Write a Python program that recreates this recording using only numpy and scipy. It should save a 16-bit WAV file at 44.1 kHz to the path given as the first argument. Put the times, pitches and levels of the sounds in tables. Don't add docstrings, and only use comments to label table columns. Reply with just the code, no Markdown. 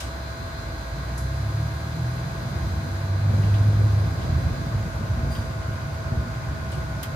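import sys
import numpy as np
from scipy import signal
from scipy.io import wavfile

SR = 44100
rng = np.random.default_rng(int(sys.argv[2]) if len(sys.argv) > 2 else 0)


def waveform_to_disk(signal):
    frames = np.transpose(np.atleast_2d(signal))
    scaled = np.clip(frames, -1, 1) * 32767
    samples = np.round(scaled).astype(np.int16)
    wavfile.write(sys.argv[1], SR, samples)


N = 315315
CUTOFF_HZ = 15550

# (time [s], rumble level [dB])
ROAD_ROUGHNESS = [(0, -32.5), (1.2, -34.5), (2.2, -31.5), (2.65, -26), (3.1, -30.5), (3.35, -23),
                  (3.9, -25), (4.3, -21.5), (5, -26.5), (5.7, -29.5), (5.9, -29.5), (6.5, -28.5),
                  (6.85, -28), (7.15, -30)]
# (time [s], strength [dB])
SEAMS = [(3.309, -11.5), (3.383, -23), (3.445, -14.5), (4.429, -15.5), (4.503, -12.5), (4.747, -17),
         (5.173, -11.5), (5.231, -10), (5.299, -17.5), (5.381, -14), (5.682, -17), (6.118, -11.5),
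         (6.171, -12.5)]
# (frequency [Hz], width [Hz], boost [dB])
WALL_PANEL = (324, 36, 13)


def from_db(db):
    return 10 ** (np.asarray(db) / 20)


def rms_one(x):
    return x / np.sqrt(np.mean(x ** 2) + 1e-20)


def in_time(rows):
    times, *columns = np.transpose(rows)
    return [np.interp(np.arange(N) / SR, times, column) for column in columns]


def at_hz(points, hz):
    freqs, values = np.transpose(points)
    return np.interp(np.log(hz), np.log(freqs), values)


def pan(db):
    return from_db(np.array([[.5], [-.5]]) * db)


def drift(rate):
    hop, settle = 40, 2000
    pole = np.exp(-2 * np.pi * hop * rate / SR)
    noise = rng.standard_normal(N // hop + settle + 2)
    slow = signal.lfilter([1], [1, -2 * pole, pole * pole], noise)[settle:]
    return np.interp(np.arange(N) / hop, np.arange(len(slow)), rms_one(slow))


def band(x, low, high, order=2):
    return signal.sosfilt(signal.butter(order, [low, high], "band", fs=SR, output="sos"), x + 1e-18)


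def swell(start_s, attack_s, t60, hold_s=0):
    age = np.arange(N) / SR - start_s
    decay = from_db(-60 * np.maximum(age - attack_s - hold_s, 0) / t60)
    return np.clip(age / attack_s, 0, 1) ** 2 * decay


def cabin_noise(spectrum, flicker_db):
    # (frequency [Hz], left-right correlation [-1..1])
    likeness = [(60, .993), (130, .965), (250, .68), (550, 0.3), (1000, 0), (1500, -0.3), (2500, .05),
                (5000, -0.14), (14000, 0)]
    # (frequency [Hz], left over right [dB])
    balance = [(60, -1), (140, -1.5), (300, 3), (600, -1), (1300, 0.2), (2800, 0.5), (5500, 0.5), (9000, 0),
               (13000, -2)]
    edges = 25 * 2 ** (np.arange(29) / 3)
    white, out = rng.standard_normal((2, 2, N)), 0
    for k, (low, high) in enumerate(zip(edges, edges[1:])):
        hz = np.sqrt(low * high)
        if spectrum[0][0] <= hz <= spectrum[-1][0]:
            mid, side = band(white[k % 2], low, high, order=3)
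            alike = at_hz(likeness, hz)
            gain = from_db(at_hz(spectrum, hz) + flicker_db * drift(20)) * pan(at_hz(balance, hz))
            out = out + gain * (np.sqrt(1 + alike) * mid + np.sqrt(1 - alike) * side * [[1], [-1]])
    return rms_one(out)


def cabin_reverb(x, t60, wet_db):
    t = np.arange(SR // 2) / SR
    tails = rng.standard_normal((2, len(t))) * from_db(-60 * t / t60)
    tails /= np.sqrt(np.sum(tails ** 2, axis=1, keepdims=True))
    return x + from_db(wet_db) * signal.fftconvolve(x, tails, axes=1)[:, :N]


def blower_shaft(wobble=0.000314):
    # (time [s], share of full speed [0..1])
    speed_curve = [(0, 1), (4.65, 1), (4.8, .9925), (5.5, .9872), (7.15, .9865)]
    speed, = in_time(speed_curve)
    clock = np.cumsum(speed * (1 + wobble * drift(3.33))) / SR
    return clock, (1 - speed) / (1 - speed.min())


def motor_buzz(rush, clock, slowed, shaft_hz=54.65, low_hz=2600, size=4096):
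    treble = signal.sosfiltfilt(signal.butter(3, low_hz, "high", fs=SR, output="sos"), rush)
    one_turn = signal.resample(treble[:, SR:SR + round(SR / shaft_hz)], size, axis=1)
    turns = clock * shaft_hz
    buzz = np.array([np.interp(turns, np.arange(size) / size, side, period=1) for side in one_turn])
    share = .41 - .12 * slowed
    return rush + (np.sqrt(1 - share) - 1) * treble + np.sqrt(share) * buzz


def vent_air(clock, slowed, level_db=-39, follows_road=0.11, treble_hz=6500):
    # (frequency [Hz], relative density [dB])
    rush_spectrum = [(200, 3), (450, -3), (600, 1), (800, -4), (1080, 1), (1400, -5), (1750, -6),
                     (2200, -9), (2850, -14.5), (4400, -15.5), (5700, -19.5), (9200, -27), (12000, -30.5),
                     (15500, -35)]
    # (frequency [Hz], width [Hz], boost [dB])
    vent_peaks = [(1540, 70, 5), (3970, 650, 0.5), (4750, 400, 2), (6620, 980, 4.5), (10800, 900, 5.5),
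                  (13350, 1200, 7)]
    # (time [s], treble gain [dB])
    brightness = [(0, -0.3), (1.7, 2.1), (3.05, 1), (3.14, -1), (3.27, -1), (3.35, 2), (3.6, 1.5),
                  (4.4, 0.5), (5.2, -0.5), (5.8, -1), (6.4, -2), (7.15, -1)]
    road_db, = in_time(ROAD_ROUGHNESS)
    lift_db, = in_time(brightness)
    flow_db = level_db + follows_road * (road_db - road_db.mean())
    rush = motor_buzz(cabin_noise(rush_spectrum, flicker_db=1), clock, slowed)
    for hz, width, db in vent_peaks:
        rush = rush + (from_db(db) - 1) * band(rush, hz - width / 2, hz + width / 2, order=1)
    treble = signal.sosfilt(signal.butter(1, treble_hz, "high", fs=SR, output="sos"), rush)
    return from_db(flow_db) * (rush + (from_db(lift_db) - 1) * treble)


def blower_whine(clock, slowed, trim_db=-0.7, tilt_db_per_octave=0.67, waver_db=1.1, flutter_db=1.5):
    # (full-speed pitch [Hz], full-speed level [dB], slowed level [dB],
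    # left over right [dB], left phase lead [rad])
    tones = [(533, -57, -59, -2, -0.1), (652, -56, -51.5, -3, 1.0), (664, -46, -45.2, 3, -0.2),
             (780, -53, -55, 2, -2.3), (889, -61, -60, -6, -0.8), (949, -58, -62, 1, 0.9),
             (1008, -53, -56, 2, -2.5), (1060, -56, -53, -3, -0.5), (1067, -58, -55, -3, -0.6),
             (1328, -56, -58, -3, 3.0), (1363, -57, -71, 0, -3.0), (1384, -52, -49, 2, -2.7),
             (1482, -51, -47.3, 1, -1.1), (1518, -54, -54, -6, 2.9), (1625, -52, -53.5, -4, -0.9),
             (1933, -62, -73, 0, 1.1), (2074, -64, -68, -2, 0.5), (2196, -63, -62, 2, -1.5),
             (3322, -66, -72, 1, 1.7), (3498, -68, -72, 1, 0.9), (3655, -64.5, -69.5, 11, -0.8),
             (3908, -66, -67, 1, 1.0), (3988, -59.5, -67.5, -1, -0.8), (4043, -65, -76, 4, 1.4),
             (4209, -64, -66, 3, -1.8), (4322, -61, -65, 2, -1.9), (4564, -68, -68, 4, -0.7),
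             (4802, -69, -71, -4, 1.6), (4861, -70, -72, 0, 0), (4919, -65, -70, 5, -0.6)]
    out = np.zeros((2, N))
    for hz, full_db, slow_db, side_db, lead in tones:
        phase = 2 * np.pi * (hz * clock + rng.random()) + 0.084 * drift(6)
        db = full_db + (slow_db - full_db) * slowed
        db += trim_db + tilt_db_per_octave * np.log2(hz / 1000)
        if hz > 3000:
            db += 0.5 - 0.16 * clock
        if hz < 1700:
            db += flutter_db * slowed * drift(8.7)
        waver = waver_db * np.array([drift(3.6), drift(1.7)])
        out += from_db(db + waver) * pan(side_db) * np.sin([phase + lead, phase])
    return np.sqrt(2) * out


def blower_throb(clock, pitch_hz=4093, partner_db=-8):
    # (time [s], beat rate [Hz], level [dB])
    throb = [(0, 7.8, -55.5), (.3, 7, -55), (.57, 5, -53.5), (.8, 4.3, -56.5), (1.1, 4.3, -57.5),
             (2, 9, -59), (2.6, 15, -59.5), (4.6, 15, -59), (4.9, 15, -65), (7.15, 15, -66)]
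    side_phases = [(1.9, 0), (0, 2)]
    beat_hz, db = in_time(throb)
    phase = 2 * np.pi * pitch_hz * clock
    beat = 2 * np.pi * np.cumsum(beat_hz) / SR
    pair = np.array([np.sin(phase + lead) + from_db(partner_db) * np.sin(phase + lead + beat + offset)
                     for lead, offset in side_phases])
    return np.sqrt(2) * from_db(db + drift(9.6)) * pan(4) * pair


def fitting_ticks(attack_share=0.0077):
    # (time [s], level [dB], centre [Hz], width [octaves], left over right [dB], t60 [s])
    knocks = [(.003, -32.5, 3650, 2.45, 3, 0.1), (1.177, -39, 7500, 1.2, 1, 0.073),
              (1.179, -42.5, 6600, 0.44, 1, .09), (1.18, -45, 10900, 0.12, -1, 0.1),
              (3.429, -44, 2200, 1, -2, 0.19), (3.539, -41, 2800, 0.99, 1, 0.12),
              (3.56, -38, 545, 0.8, 1, 0.56), (3.788, -34.5, 320, 0.92, -1, 0.58),
              (4.21, -46.5, 3280, 1.1, 2, 0.22), (5.349, -42, 3300, 1.1, -1, 0.12),
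              (6.125, -36, 281, 1.1, 0, 0.34), (6.717, -42, 4500, 2.3, -6, 0.05),
              (6.721, -45, 2480, 1, 2, 0.14), (6.729, -45, 4800, 1.8, -1, .03),
              (6.752, -50, 10000, .6, 1, .03), (6.77, -40, 300, 1.3, 7, 0.25)]
    out, t = np.zeros((2, N + SR)), np.arange(SR // 4) / SR
    for start_s, db, hz, octaves, side_db, t60 in knocks:
        at, edge_ratio = int(start_s * SR), 2 ** (octaves / 2)
        envelope = (1 - np.exp(-t / (attack_share * t60))) * from_db(-60 * t / t60)
        burst = rms_one(band(rng.standard_normal((2, len(t))), hz / edge_ratio, hz * edge_ratio))
        out[:, at:at + len(t)] += from_db(db) * pan(side_db) * envelope * burst
    return out[:, :N]


def seal_squeak(sag_hz_per_s=250, jitter=.014, octave_db=-12, rub_db=-48.5):
    # (time [s], pitch [Hz], level [dB])
    squeak = (5.283, 4795, -47)
    start_s, pitch_hz, db = squeak
    hz = pitch_hz - sag_hz_per_s * np.maximum(np.arange(N) / SR - start_s, 0)
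    phase = 2 * np.pi * np.cumsum(hz * (1 + jitter * drift(96))) / SR
    tone = from_db(db + 2 * drift(50)) * (np.sin(phase) + from_db(octave_db) * np.sin(2 * phase))
    tone *= swell(start_s, attack_s=.025, t60=.42, hold_s=.05)
    rub = from_db(rub_db) * rms_one(band(rng.standard_normal((2, N)), 2500, 13000, order=1))
    rub *= swell(start_s, attack_s=.04, t60=.75)
    return (tone + rub) * pan(2.2)


def door_latch(ring_db=-13):
    # (time [s], level [dB])
    contacts = [(7.0289, -33.5), (7.0316, -29.5), (7.038, -37)]
    # (frequency [Hz], level [dB], t60 [s])
    modes = [(3106, -4, .04), (4506, -4, .04), (5790, -2, .05), (7768, -3, .04), (10580, -4, .04),
             (12660, -2, .04)]
    out, t = np.zeros((2, N + SR)), np.arange(SR // 4) / SR

    def burst(low_hz, high_hz, db, t60):
        noise = rms_one(band(rng.standard_normal((2, len(t))), low_hz, high_hz))
        return noise * from_db(db - 60 * t / t60)

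    for start_s, db in contacts:
        crack = burst(4500, CUTOFF_HZ, db=-3, t60=0.044)
        clack = burst(1500, 4500, db=-8, t60=0.12)
        ring = 0
        for hz, mode_db, t60 in modes:
            phase = 2 * np.pi * (hz * t + rng.random((2, 1)))
            ring = ring + from_db(ring_db + mode_db - 60 * t / t60) * np.sin(phase)
        at = int(start_s * SR)
        out[:, at:at + len(t)] += from_db(db) * (crack + clack + ring)
    return out[:, :N] * pan(-2)


def tyre_rumble(trim_db=-1.5, jolt_s=0.017, shudder_db=-16.5, shudder_decay_s=0.11):
    # (frequency [Hz], relative density [dB])
    rumble_spectrum = [(25, -40), (36, -41), (48, -16), (62, 5.5), (85, 0.5), (115, 0), (150, -1.5),
                       (200, -17.5), (250, -11), (310, -31), (400, -23), (700, -26), (1500, -71)]
    road_db, = in_time(ROAD_ROUGHNESS)
    t60 = shudder_decay_s * np.log(1000)
    shudder_power = sum((from_db(db + shudder_db) * swell(hit_s - jolt_s, jolt_s, t60)) ** 2
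                        for hit_s, db in SEAMS)
    envelope = np.sqrt(from_db(road_db + trim_db) ** 2 + shudder_power)
    return envelope * cabin_noise(rumble_spectrum, flicker_db=3)


def seam_thumps(trim_db=-3, cushion_hz=170):
    # (frequency [Hz], level [dB], t60 [s])
    body_modes = [(67, -29, 0.097), (102, 8.5, 0.019), (139, -8.5, 0.045), (232.4, -10, 0.42)]
    blows, t = np.zeros(N), np.arange(SR // 2) / SR
    for hit_s, db in SEAMS:
        blows[int(hit_s * SR)] = from_db(db + trim_db)
    ring = sum(from_db(db - 60 * t / t60) * np.sin(2 * np.pi * hz * t) for hz, db, t60 in body_modes)
    return band(signal.fftconvolve(blows, ring)[:N], 39, cushion_hz)


def combustion_roar(phase, load_db, roar_db=-23.5, pulse_depth=0.47, hum_db=-50.7, hum_follows=.4):
    panel_hz, width, _ = WALL_PANEL
    noise = rng.standard_normal(N)
    roar = from_db(load_db + roar_db) * rms_one(band(noise, 290, 910))
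    hum = rms_one(band(noise, panel_hz - width / 2, panel_hz + width / 2))
    hum_gain = from_db(hum_db + hum_follows * (load_db - load_db.mean()))
    return roar * (1 + pulse_depth * np.sin(phase)) + hum_gain * hum


def engine(cruise_hz=72, wobble=0.0032, shake_db=1.5, uneven_db=1.8, blur_rad=0.19):
    # (time [s], firing rate [Hz])
    revs = [(0, 42), (.85, 55), (1.6, 72.7), (2, 80), (3, 96), (3.3, 100), (3.82, 104.7), (4.1, 99),
            (4.4, 80), (4.9, 66), (6.3, 73), (7.15, 74)]
    # (time [s], level [dB])
    pull = [(0, -41.5), (.8, -40.5), (1.3, -34), (1.6, -28.5), (2.05, -33), (2.4, -39), (2.85, -33),
            (3.3, -26.5), (4.05, -28.5), (4.17, -39.5), (4.35, -34), (4.7, -39.5), (7.15, -44.5)]
    # (order [x firing rate], level [dB], change with revs [dB/octave])
    drone_orders = [(1, 2, 0), (1.5, -4, -8.5), (2, -6, 13.5)]
    # (order [x firing rate], level [dB])
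    growl_orders = [(2.5, -3), (3, -2.5), (3.5, -6), (4, -5.5), (5, -9)]
    # (frequency [Hz], gain [dB])
    cabin_boom = [(42, -26), (54, 4), (59, 4), (65, 4), (71, -5.5), (79, -1), (85, -3.5), (94, 0),
                  (104, 8.5), (113, 1), (123, 10), (135, 3), (150, -3.5), (172, -2), (190, -12), (199, -27),
                  (210, -10)]
    firing_hz, = in_time(revs)
    load_db, = in_time(pull)
    panel_hz, width, panel_db = WALL_PANEL
    octaves = np.log2(firing_hz / cruise_hz)
    phase = 2 * np.pi * np.cumsum(firing_hz * (1 + wobble * drift(17))) / SR
    drone = [(order, load_db + db + slope * octaves + at_hz(cabin_boom, order * firing_hz))
             for order, db, slope in drone_orders]
    growl_db = -57.5 + 0.27 * (load_db - load_db.mean())
    growl = [(order, growl_db + db) for order, db in growl_orders]
    tones = 0
    for order, db in drone + growl:
        lift_db = panel_db / (1 + ((order * firing_hz - panel_hz) / (width / 2)) ** 2)
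        waver_db = (order > 1) * shake_db * drift(5.4)
        waver_db += uneven_db * np.minimum(cruise_hz / firing_hz, 1) * drift(29)
        blur = blur_rad * (order - 1) * drift(32) + 2 * np.pi * rng.random()
        tones = tones + from_db(db + lift_db + waver_db) * np.sin(order * phase + blur)
    return np.sqrt(2) * tones * pan(-0.51) + combustion_roar(phase, load_db) * pan(1.5)


def scene():
    clock, slowed = blower_shaft()
    door = cabin_reverb(fitting_ticks(), t60=0.38, wet_db=-0.5)
    door += cabin_reverb(seal_squeak(), t60=0.17, wet_db=-13)
    door += cabin_reverb(door_latch(), t60=0.17, wet_db=-7)
    drive = engine() + tyre_rumble() + seam_thumps()
    ventilation = blower_whine(clock, slowed) + blower_throb(clock) + vent_air(clock, slowed)
    return drive + ventilation + door


def record(dry):
    thin = signal.sosfilt(signal.butter(6, 41, "high", fs=SR, output="sos"), dry)
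    return signal.sosfilt(signal.ellip(10, .1, 80, CUTOFF_HZ, fs=SR, output="sos"), thin)


dry = scene()
out = record(dry)
waveform_to_disk(out)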